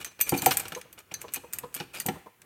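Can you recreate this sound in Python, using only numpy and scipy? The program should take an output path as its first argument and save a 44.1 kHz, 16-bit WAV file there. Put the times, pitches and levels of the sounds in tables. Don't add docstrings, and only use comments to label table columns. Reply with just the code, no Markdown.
import sys
import numpy as np
from scipy import signal
from scipy.fft import rfft, irfft, next_fast_len
from scipy.io import wavfile

SR = 44100
rng = np.random.default_rng(int(sys.argv[2]) if len(sys.argv) > 2 else 0)


def unload_wav(signal):
    wavfile.write(
        sys.argv[1],
        SR,
        np.round(np.clip(np.atleast_2d(signal).T, -1, 1) * 32767).astype(np.int16),
    )


N = 108045
T = np.arange(SR // 2) / SR

SLIPS = [(0.0461, -31, -34.5, -57, -47, -44.5, 1), (0.2029, -62.5, -39, -45, -40, -62, 0.69),
         (0.2113, -19, -29.5, -21, -32, -41.5, 0.94), (0.2927, -21.5, -32, -27, -29, -47, 0.57),
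         (0.3759, -36.5, -60, -36.5, -36.5, -44.5, 0.96), (.420, -27, -32.5, -41, -38, -61, 0.75),
         (0.4445, -33.5, -44, -49, -60, -60, 1), (0.4603, -18, -21.5, -25, -23, -39, 0.93),
         (0.5096, -27.5, -22.5, -34, -37, -68, .8), (.5195, -30, -31, -34, -38, -64, 1),
         (0.5703, -20, -28, -23, -36, -53, 0.6), (.5967, -32, -37.5, -35, -50, -71, .7),
         (0.6002, -29, -53, -51, -52, -62, 0.85), (.6816, -39, -42.5, -45, -58.5, -66, 0.71),
         (0.749, -41.5, -37, -54, -61, -41.5, 0.4), (0.8134, -41.5, -43, -69, -74, -75, .5),
         (0.9279, -43, -52, -51.5, -59.5, -77, .8), (0.9894, -45.5, -52, -51, -70, -74, .7),
         (1.1404, -33, -38.5, -42, -55, -39.5, 0.49), (1.2154, -37, -43, -52, -66, -66, 1),
         (1.3369, -28.5, -42.5, -32.5, -44, -58, 0.82), (1.343, -29.5, -38.5, -44, -55, -52, 0.94),
         (1.3595, -35, -39.5, -39, -57, -48, 0.5), (1.527, -42.5, -50, -60, -60, -69, .5),
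         (1.5337, -27, -36.5, -36, -38.5, -56, 0.94), (1.586, -30, -39.5, -33, -58, -69, .35),
         (1.7422, -31, -44, -41, -55, -76.5, 0.66), (1.7481, -32, -42, -35, -47, -64, 0.75),
         (1.765, -41, -39, -44, -62, -70, 0.62), (1.8002, -48.5, -32.5, -64, -60, -64, 0.31),
         (1.9482, -43, -40.5, -61, -65, -73.5, .6), (2.0001, -27.5, -35.5, -44, -38, -55, 1),
         (2.0626, -25.5, -36.5, -33.5, -41.5, -55, 0.9), (2.086, -34, -30.5, -46.5, -58, -59, 0.93),
         (2.4176, -50.5, -51, -59, -67, -71, .4)]
# f/Hz, level/dB
SNAP_COLOUR = [(2000, -19), (5500, -8.5), (7000, 8.5), (15600, 0.5), (16800, -12.5)]
CRACK_COLOUR = [(1000, -28.5), (3000, -26.5), (5300, -26.5), (6600, 2.5), (9000, 6.5), (11000, 2.5),
                (13000, -13.5), (15000, 1), (16500, -26.5)]
CLACK_COLOUR = [(80, -32.5), (400, -10), (1000, -9.5), (1600, 2.5), (2400, 3.5), (3500, -2), (4600, -4.5),
                (6000, -3.5), (12000, -56)]
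# f/Hz, level/dB, t60/s (time to fade by 60 dB)
JAW_NOTES = [(12120, -1.5, 0.07), (12312, -5.5, 0.094), (8250, -16.5, 0.13), (7200, -18.5, .07),
             (10010, -15.5, .05), (2420, -21, 0.16)]
HANDLE_NOTES = [(13720, -0.5, 0.06), (8980, -5.5, 0.028), (14750, -15.5, 0.055), (4590, -20.5, 0.14)]
LEVER_NOTES = [(6080, 4, 0.11), (8420, -4, 0.057), (6410, 2.5, 0.083), (4030, -12.5, 0.26),
               (2570, -13.5, 0.082), (1740, -12, 0.17)]
def pliers(attack_s=0.00053):
    out = np.zeros(N)
    for start, crack_db, clack_db, jaw_db, handle_db, lever_db, sustain in SLIPS:
        snap_db = 1.44 * crack_db + 16.5
        add(out, start, amp(snap_db) * burst(SNAP_COLOUR, attack_s=0.00026, t60=0.004))
        add(out, start, amp(crack_db + 7) * burst(CRACK_COLOUR, attack_s, t60=0.013))
        add(out, start, amp(clack_db + 4.5) * burst(CLACK_COLOUR, attack_s, t60=0.028))
        add(out, start, amp(crack_db - 22.5) * overtones(attack_s))
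        parts = (JAW_NOTES, jaw_db + 7), (HANDLE_NOTES, handle_db + 9), (LEVER_NOTES, lever_db + 5.5)
        for notes, db in parts:
            add(out, start, amp(db) * ring(notes, attack_s, sustain=sustain, width_hz=4))
    return out


def overtones(attack_s, count=12, t60=0.046):
    notes = [(hz, 0, t60) for hz in rng.uniform(4080, 15150, count)]
    return ring(notes, attack_s, scatter_db=5.5)


# t/s, length/s, grinding level/dB, grit level/dB
STROKES = [(0, 0.026, -42, -43.5), (0.054, 0.026, -48, -47.5), (0.112, 0.0022, -47, -52.5),
           (0.19, 0.006, -40, -44.5), (0.262, 0.027, -42, -37.5), (0.311, 0.02, -53, -38.5),
           (0.336, 0.013, -37.5, -39), (0.352, 0.046, -44, -37), (0.407, 0.085, -39.5, -35.5),
           (0.488, 0.059, -41, -35.5), (0.5071, 0.012, -24, -53), (0.577, 0.034, -41.5, -42),
           (0.653, 0.005, -34.5, -44), (0.72, 0.0025, -32, -37), (0.755, 0.037, -54, -46.5),
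           (0.977, 0.0087, -44.5, -52), (0.99, 0.016, -51.5, -55.5), (1.114, 0.007, -43, -49),
           (1.205, 0.025, -52.5, -48), (1.28, 0.0042, -38.5, -52), (1.319, 0.0067, -50, -48),
           (1.353, 0.026, -44, -64), (1.535, 0.029, -56, -49.5), (1.63, 0.011, -52, -65),
           (1.717, 0.04, -59.5, -59), (1.746, 0.066, -44.5, -48.5), (1.802, 0.0071, -35, -48),
           (1.817, 0.02, -47.5, -52.5), (1.933, 0.055, -43, -41), (1.96, 0.0027, -38.5, -47),
           (1.969, 0.0026, -40, -44.5), (1.994, .028, -59, -40)]
# f/Hz, level/dB
GRIND_COLOUR = [(60, -13.5), (170, -1.5), (450, 5), (1100, 1.5), (1500, 3.5), (1950, -9), (2400, 10.5),
                (2750, -2.5), (3000, -4.5), (3700, 0.5), (4500, -7.5), (5500, -9), (12000, -33)]
GRIT_COLOUR = [(2000, -5), (5300, -12), (6400, -1.5), (8500, -1.5), (9700, 0.5), (11400, -13.5),
               (12150, -2), (12900, 2), (13650, -10.5), (14200, -13), (15700, -12.5), (16500, -29.5)]
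# f/Hz, level/dB, t60/s
SLEEVE_NOTES = [(1450, -6.5, 0.02), (1700, -3.5, 0.018), (2420, -5, 0.042), (2908, -0.5, .026),
                (3210, -6, .017), (4300, -6.5, 0.021), (5520, -11.5, 0.043)]
def rust(grains_per_s=1500, spread_db=3.5, grain_t60=0.007):
    out = np.zeros(N)
    for start, length, grind_db, grit_db in STROKES:
        breaks = rng.random(len(T)) < grains_per_s / SR
        strengths = breaks * amp(spread_db * noise())
        energy = signal.fftconvolve(strengths ** 2, fade(T, grain_t60) ** 2)[:len(T)]
        crackle = unit(np.sqrt(np.abs(energy)))
        grind = unit(coloured(crackle * noise(), GRIND_COLOUR))
        grit = unit(coloured(crackle * noise(), GRIT_COLOUR))
        shaking = crackle * noise()
        sleeve_ring = ring(SLEEVE_NOTES, attack_s=0.0002, scatter_db=2, detune=0.02)
        sleeve = unit(irfft(rfft(shaking) * rfft(sleeve_ring), len(T)))
        rasp = amp(grind_db - 3) * grind + amp(grind_db - 5.5) * sleeve + amp(grit_db - 4) * grit
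        rise_s = max(0.0015, 0.16 * length)
        add(out, start, swell(length, rise_s, t60=0.042) * rasp)
    return out


# t/s, length/s, f/Hz, level/dB
PIN_SQUEAKS = [(0.204, 0.0095, 2368, -32.5), (0.266, .006, 2380, -37.5), (0.336, 0.016, 2414, -34.5),
               (0.372, 0.011, 4300, -46), (0.382, 0.0072, 4480, -36.5), (1.112, 0.0027, 2460, -39.5),
               (1.138, 0.014, 4520, -44.5), (1.349, 0.015, 2550, -40), (1.356, 0.013, 4300, -49),
               (1.937, 0.038, 2420, -45), (1.955, .03, 7200, -56.5), (1.96, 0.048, 4850, -51),
               (2.002, 0.0044, 2002, -38), (2.005, .015, 4500, -47)]
def squeaks():
    out = np.zeros(N)
    for start, length, hz, db in PIN_SQUEAKS:
        tone = np.sin(2 * np.pi * hz * T + wander(width_hz=120, count=1)[0])
        add(out, start, amp(db) * swell(length, rise_s=0.0018, t60=0.027) * unit(tone))
    return out


# t/s, frame level/dB, bench level/dB
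LANDINGS = [(0.322, -28.5, -23.5), (.343, -38.5, -31), (0.374, -40, -64), (.424, -37.5, -37.5),
            (0.4643, -18.5, -33), (.724, -45, -49.5), (1.116, -48.5, -55.5), (1.365, -50, -49.5),
            (1.756, -56, -48.5), (1.803, -43.5, -38.5), (2.057, -40, -36.5), (2.0838, -27.5, -31.5)]
# f/Hz, level/dB, t60/s
FRAME_NOTES = [(476, -5.5, 0.12), (766.6, -2, 0.086), (792.4, 1, 0.051), (905, -7, 0.093),
               (1350, -12, 0.11), (1700, -20.5, 0.14), (2355, -17, 0.053), (3040, -18, 0.092)]
BENCH_NOTES = [(97.7, -20.5, 0.048), (137, -5, 0.092), (164, 1.5, 0.073), (275.3, -2, 0.14),
               (357.9, 0, 0.11), (414, -13.5, 0.15), (470, -1.5, 0.044)]
# f/Hz, level/dB
THUMP_COLOUR = [(25, -35), (50, -41), (90, -23.5), (140, -3.5), (400, -11), (620, -22.5), (850, -2.5),
                (1150, -25.5), (2500, -25.5), (8000, -63)]
def thuds():
    out = np.zeros(N)
    for start, frame_db, bench_db in LANDINGS:
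        add(out, start, amp(frame_db + 3.5) * ring(FRAME_NOTES, attack_s=0.0012))
        add(out, start, amp(bench_db + 4.5) * ring(BENCH_NOTES, attack_s=0.005))
        thump_db = (frame_db + bench_db) / 2 + 6.5
        add(out, start, amp(thump_db) * burst(THUMP_COLOUR, attack_s=0.0057, t60=0.084))
    return out


# t/s, level/dB
ROCKING = [(.762, -44.5), (.851, -61), (1.240, -48), (1.435, -51.5), (1.636, -44.5), (2.156, -54.5),
           (2.260, -50.5)]
# f/Hz, level/dB, t60/s
HOLLOW_NOTES = [(469, 7.5, 0.077), (600.5, -1, 0.066), (850, -10, 0.039), (939, 1.5, 0.06),
                (1003, -1, 0.074), (1240, -15, 0.15)]
# f/Hz, level/dB
TAP_COLOUR = [(60, -13.5), (150, -2.5), (300, -8), (470, -2), (680, -9.5), (950, 1), (1300, -14),
              (6000, -34.5)]
def taps(bounce_s=0.008, bounce_db=-3.5):
    out = np.zeros(N)
    for start, db in ROCKING:
        for delay, drop_db in (0, 0), (bounce_s, bounce_db):
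            hollow = amp(4) * ring(HOLLOW_NOTES, attack_s=0.0011, width_hz=14, detune=0.012)
            thump = amp(7) * burst(TAP_COLOUR, attack_s=0.001, t60=0.063)
            add(out, start + delay, amp(db + drop_db) * (hollow + thump))
    return out


# f/Hz, t60/s
ECHO_TIMES = [(100, 0.17), (500, 0.49), (2500, 0.77), (7000, 0.51), (14000, 0.56)]
# f/Hz, level/dB
ECHO_COLOUR = [(100, 11.5), (600, -5.5), (2500, 0), (7000, -2.5), (14000, -8.5)]
def workshop(sound):
    hz, t, bands = signal.stft(noise(), SR, nperseg=256)
    bands = bands * fade(t, along(ECHO_TIMES, hz)[:, None])
    tail = signal.istft(bands, SR, nperseg=256)[1][:len(T)]
    tail = np.pad(tail / np.linalg.norm(tail), 256)
    tail = coloured(tail, ECHO_COLOUR)[:len(T)]
    near = noise() * fade(T, t60=0.076) * (T > 0.004)
    echo = amp(-13) * tail + amp(-13.5) * near / np.linalg.norm(near)
    return signal.fftconvolve(sound, echo)[:N]


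def fresh_echoes(sound, count):
    stretch = np.arange(N) * count // N
    return sum(workshop(sound * (stretch == k)) for k in range(count))


# t/s, level/dB
RUMBLE_LEVELS = [(0, -52), (.09, -60.5), (.15, -69), (.22, -56.5), (.45, -45), (.69, -50.5), (.82, -63.5),
                 (0.972, -60), (1.059, -66.5), (1.15, -54.5), (1.3, -56.5), (1.45, -62.5), (1.58, -52),
                 (1.701, -60), (1.9, -61.5), (2.15, -49.5), (2.33, -78), (2.45, -59.5)]
# f/Hz, level/dB
RUMBLE_COLOUR = [(25, -34), (55, -3), (90, 1.5), (170, -2.5), (250, -7.5), (380, -5), (600, -12),
                 (1500, -12), (5000, -30)]
def hands():
    times, db = np.transpose(RUMBLE_LEVELS)
    loudness = amp(np.interp(np.arange(N) / SR, times, db))
    return loudness * unit(coloured(noise(N), RUMBLE_COLOUR))


# f/Hz, level/dB
HISS_COLOUR = [(15, -32.5), (25, -3.5), (335, -12.5), (476, -15), (624, -19.5), (936, -3.5), (2000, -3),
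               (2480, -3), (4490, -11.5), (16000, -5)]
def hiss():
    return amp(-67) * unit(coloured(noise(N), HISS_COLOUR))


def ring(notes, attack_s, scatter_db=2.2, sustain=1, width_hz=0, detune=0.002):
    hz, db, t60 = np.transpose(notes)[:, :, None]
    gain = amp(db + scatter_db * noise(hz.shape))
    pitch = hz * (1 + detune * rng.uniform(-1, 1, hz.shape))
    phase = 2 * np.pi * pitch * T
    if width_hz:
        phase = phase + wander(width_hz, count=len(hz))
    tones = gain * np.sin(phase) * fade(T, t60 * sustain)
    return tones.sum(axis=0) * (1 - np.exp(-T / attack_s))


def burst(colour, attack_s, t60):
    return unit(coloured(noise(), colour)) * swell(0, attack_s, t60)


def swell(length, rise_s, t60):
    return (1 - np.exp(-T / rise_s)) * fade(np.maximum(T - length, 0), t60)


def wander(width_hz, count):
    return np.cumsum(noise((count, len(T))), axis=1) * np.sqrt(2 * np.pi * width_hz / SR)


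def noise(shape=len(T)):
    return rng.standard_normal(shape)


def coloured(sound, colour):
    hz = np.fft.rfftfreq(len(sound), 1 / SR)
    return irfft(rfft(sound) * amp(along(colour, hz)), len(sound))


def along(points, hz):
    freqs, values = np.transpose(points)
    return np.interp(np.log(hz + 1), np.log(freqs + 1), values)


def fade(t, t60):
    return np.exp(-np.log(1000) * t / t60)


def amp(db):
    return 10 ** (np.asarray(db) / 20)


def unit(sound):
    return sound / np.sqrt(np.mean(sound ** 2) + 1e-20)


def add(track, start, sound):
    i = max(round(start * SR), 0)
    track[i:i + len(sound)] += sound[:max(N - i, 0)]


def scene():
    work = pliers() + thuds() + taps() + rust() + squeaks()
    return (work + hiss() + fresh_echoes(work, count=8) + hands())[None]


def record(dry, low_hz=55, top_hz=16600):
    bass_cut = signal.butter(2, low_hz, "highpass", fs=SR, output="sos")
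    sound = signal.sosfilt(bass_cut, dry)
    size = next_fast_len(N + SR // 2)
    below_top = np.fft.rfftfreq(size, 1 / SR) < top_hz
    return irfft(rfft(sound, size) * below_top, size)[..., :N]


dry = scene()
out = record(dry)
unload_wav(out)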